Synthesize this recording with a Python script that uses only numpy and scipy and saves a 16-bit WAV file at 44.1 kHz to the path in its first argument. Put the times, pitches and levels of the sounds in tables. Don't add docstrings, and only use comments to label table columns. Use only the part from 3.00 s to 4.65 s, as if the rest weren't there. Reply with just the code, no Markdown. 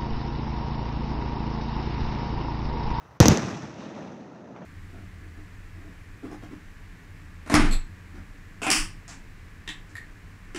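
import sys
import numpy as np
from scipy import signal
from scipy.io import wavfile

SR = 44100
rng = np.random.default_rng(int(sys.argv[2]) if len(sys.argv) > 2 else 0)


def wav_out(sig):
    wavfile.write(sys.argv[1], SR, np.round(np.clip(np.atleast_2d(sig).T, -1, 1) * 32767).astype(np.int16))


def invert_db(x):
    u = np.asarray(x, float) / 20
    return 10 ** u


N = 72765

# start_s [s], boom_db [dB], push_ms [ms], rise_ms [ms], crack_db [dB]
BLAST_FRONTS = [(0.2025, 7, -2.0, .4, 7), (0.2078, -1, .4, .1, -30), (0.2083, 10, -2.7, .4, -22),
                (0.2119, 0, -1.8, .5, -24), (0.2832, 3, -2.3, .6, 9), (0.2868, 6, -3.2, .8, -24),
                (0.2569, 2, .75, .15, -4), (0.2589, -6, .5, .15, -14), (0.2615, 0, -1.7, .5, -18),
                (0.2371, -1, -1.5, .5, -22), (0.2970, -5, -2.0, .8, -30), (0.3068, -3, -2.1, .8, -26),
                (0.3179, -9, .6, .3, -26), (0.3203, -3, -2.0, .5, -24), (0.3734, -22, -1.2, .3, -9),
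                (0.4480, -15, -1.9, .8, -45), (0.6520, -27, 2.5, .9, -60), (0.9650, -30, -.9, .3, -60)]
# start_s [s], level_db [dB], t60_s [s]
HEDGE_SPRAY = (.2572, -26, 0.06)
# time_s [s], level_db [dB]
VALLEY_LEVEL = [(.203, -12.5), (.215, -15.5), (.25, -21), (.32, -19.5), (.36, -25.5), (.42, -30),
                (.55, -34.5), (.59, -38), (.65, -38), (.74, -44.5), (1.0, -53), (1.3, -69)]
# pitch_hz [Hz], level_db [dB per Hz]
VALLEY_COLOUR = [(35, -9.5), (90, -4.5), (230, 1), (420, -8.5), (600, -10), (1500, -17), (4000, -30.5),
                 (9000, -42.5), (16000, -43.5)]
# time_s [s], level_db [dB]
HILL_LEVEL = [(.6, -61), (.74, -47.5), (.82, -40), (.94, -41), (.98, -38.5), (1.08, -40.5), (1.2, -43),
              (1.4, -44.5), (1.5, -43.5), (1.65, -42.5)]
# pitch_hz [Hz], level_db [dB per Hz]
HILLSIDE_COLOUR = [(35, -22), (100, -11.5), (225, 0.5), (390, -10), (620, -9), (900, -16), (3000, -26),
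                   (12000, -72)]
# start_s [s], level_db [dB], t60_s [s]
DISTANT_BANGS = [
    (1.561, -46.5, 0.28),
    (1.617, -47, 0.13),
]
# pitch_hz [Hz], level_db [dB per Hz]
TRAFFIC_COLOUR = [(35, -5), (90, 10), (200, -12.5), (650, -8.5), (1050, -5.5), (2300, -24), (4500, -49),
                  (16000, -68)]

BURST_S, HILL_S = .2025, .71
BLAST_DECAY, CRACK_LOW_HZ, CRACK_HIGH_HZ = .27, 1800, 6830
AIR_DB_PER_S, HILL_AIR_DB_PER_S, AIR_POWER = 16, 58, 1.5
BASS_DB_PER_S = -6
ECHOES_PER_S, ECHO_SPREAD_DB, PATCHY_DB = 2500, 3, 1.5
TRAFFIC_DB = -50.5
DUCK_DB, DUCK_AHEAD_S, DUCK_RELEASE_S = -20, .03, 2.2
MIC_LOW_HZ, MIC_LOW_Q, RUMBLE_CUT_HZ = 90, .75, 55
UPPER_HZ, UPPER_WIDTH_HZ, UPPER_DB = 12200, 920, 3
PORT_HZ, PORT_Q = 6175, 6.53
HISS_DB = -77
OVERLOAD_TOP, OVERLOAD_HARDNESS = .88, 8
BAND_LIMIT_HZ = 17000


def blasts():
    t = np.arange(N) / SR
    boom, crack = np.zeros(N), np.zeros(N)
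    for start_s, boom_db, push_ms, rise_ms, crack_db in BLAST_FRONTS:
        ms = np.maximum(t - start_s, 0) * 1000
        u = ms / abs(push_ms)
        rise = 1 - np.exp(-ms / abs(rise_ms))
        push = (1 - u) * np.exp(-BLAST_DECAY * u * u)
        boom += np.sign(push_ms) * invert_db(boom_db) * rise * push
        crack[int(start_s * SR)] -= np.sign(push_ms) * invert_db(crack_db)
    start_s, level_db, t60_s = HEDGE_SPRAY
    fade = invert_db(level_db - 60 * np.maximum(t - start_s, 0) / t60_s)
    crack += rng.standard_normal(N) * (t >= start_s) * fade
    crack_band = signal.butter(2, [CRACK_LOW_HZ, CRACK_HIGH_HZ], "band", fs=SR, output="sos")
    return boom + signal.sosfilt(crack_band, crack)


def valley():
    age = np.maximum(np.arange(N) / SR - BURST_S, 0)

    def loss(hz):
        return age * (AIR_DB_PER_S * (hz / 6000) ** AIR_POWER + BASS_DB_PER_S * (hz < 150))

    return (age > 0) * invert_db(in_time(VALLEY_LEVEL)) * coloured(echoes(), VALLEY_COLOUR, loss)


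def hillside():
    age = np.maximum(np.arange(N) / SR - HILL_S, 0)

    def loss(hz):
        return age * HILL_AIR_DB_PER_S * (hz / 6000) ** AIR_POWER

    return invert_db(in_time(HILL_LEVEL)) * coloured(echoes(), HILLSIDE_COLOUR, loss)


def echoes():
    spread = np.minimum(rng.exponential(1, (2, N)), 5)
    sizes = invert_db(ECHO_SPREAD_DB * spread) * rng.choice([-1, 1], (2, N))
    clicks = sizes * (rng.random((2, N)) < ECHOES_PER_S / SR)
    return clicks + .3 * rng.standard_normal((2, N))


def far_bangs():
    t = np.arange(N) / SR
    shape = np.zeros(N)
    for start_s, level_db, t60_s in DISTANT_BANGS:
        shape += invert_db(level_db - 60 * np.maximum(t - start_s, 0) / t60_s) * (t >= start_s)
    body = signal.butter(1, [400, 850], "band", fs=SR, output="sos")
    dull = signal.butter(4, 2600, fs=SR, output="sos")
    colour = np.vstack([body, dull])
    grains = echoes()[0]
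    return signal.sosfilt(colour, shape * grains) / signal.sosfilt(colour, grains).std()


def traffic():
    return invert_db(TRAFFIC_DB) * coloured(rng.standard_normal((2, N)), TRAFFIC_COLOUR, lambda hz: 0)


def coloured(source, spectrum, loss):
    out, plain = 0, 0
    edges = 30 * 2 ** np.arange(0, 9.6, .5)
    pitch_hz, level_db = np.transpose(spectrum)
    for k, (low, high) in enumerate(zip(edges, np.minimum(edges[1:], .45 * SR))):
        band_pass = signal.butter(2, [low, high], "band", fs=SR, output="sos")
        band = signal.sosfilt(band_pass, source[k % len(source)])
        hz = np.sqrt(low * high)
        band = band * invert_db(np.interp(np.log(hz), np.log(pitch_hz), level_db))
        plain = plain + band
        out = out + band * invert_db(PATCHY_DB * drift(37.7) - loss(hz))
    return out / plain.std()


def drift(rate):
    r = np.exp(-80 * np.pi * rate / SR)
    slow = signal.lfilter([1], [1, -2 * r, r * r], rng.standard_normal(N // 40 + 2002))
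    slow = slow[2000:]
    return np.interp(np.arange(N) / 40, np.arange(len(slow)), slow / slow.std())


def in_time(rows):
    time_s, level_db = np.transpose(rows)
    return np.interp(np.arange(N) / SR, time_s, level_db)


def duck():
    t = np.arange(N) / SR - BURST_S
    pull = np.clip(1 + t / DUCK_AHEAD_S, 0, 1)
    recovery = np.exp(-np.maximum(t, 0) / DUCK_RELEASE_S)
    return invert_db(DUCK_DB * pull * recovery)


def scene():
    blast = blasts() + valley() + hillside()
    return (blast + far_bangs() + duck() * traffic())[None]


def resonance(x, hz, width_hz):
    r = np.exp(-np.pi * width_hz / SR)
    poles = [1, -2 * r * np.cos(2 * np.pi * hz / SR), r * r]
    return signal.lfilter((1 - r * r) / 2 * np.array([1, 0, -1]), poles, x)


def top_cut(x):
    return signal.sosfilt(signal.butter(12, 16850, fs=SR, output="sos"), x)


def record(dry):
    w = 2 * np.pi * MIC_LOW_HZ
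    bass_cut = signal.bilinear([1, 0, 0], [1, w / MIC_LOW_Q, w * w], SR)
    x = signal.lfilter(*bass_cut, dry)
    x = signal.sosfilt(signal.butter(2, RUMBLE_CUT_HZ, "high", fs=SR, output="sos"), x)
    x = x + invert_db(UPPER_DB) * resonance(x, UPPER_HZ, UPPER_WIDTH_HZ)
    r = np.exp(-np.pi * PORT_HZ / PORT_Q / SR)
    port = [1, -2 * r * np.cos(2 * np.pi * PORT_HZ / SR), r * r]
    x = signal.lfilter([sum(port)], port, x)
    x = x + invert_db(HISS_DB) * duck() * rng.standard_normal(x.shape)
    x = x / (1 + np.abs(x / OVERLOAD_TOP) ** OVERLOAD_HARDNESS) ** (1 / OVERLOAD_HARDNESS)
    x = signal.sosfilt(signal.cheby2(10, 60, BAND_LIMIT_HZ, fs=SR, output="sos"), x)
    return top_cut(x)


dry = scene()
out = record(dry)
wav_out(out)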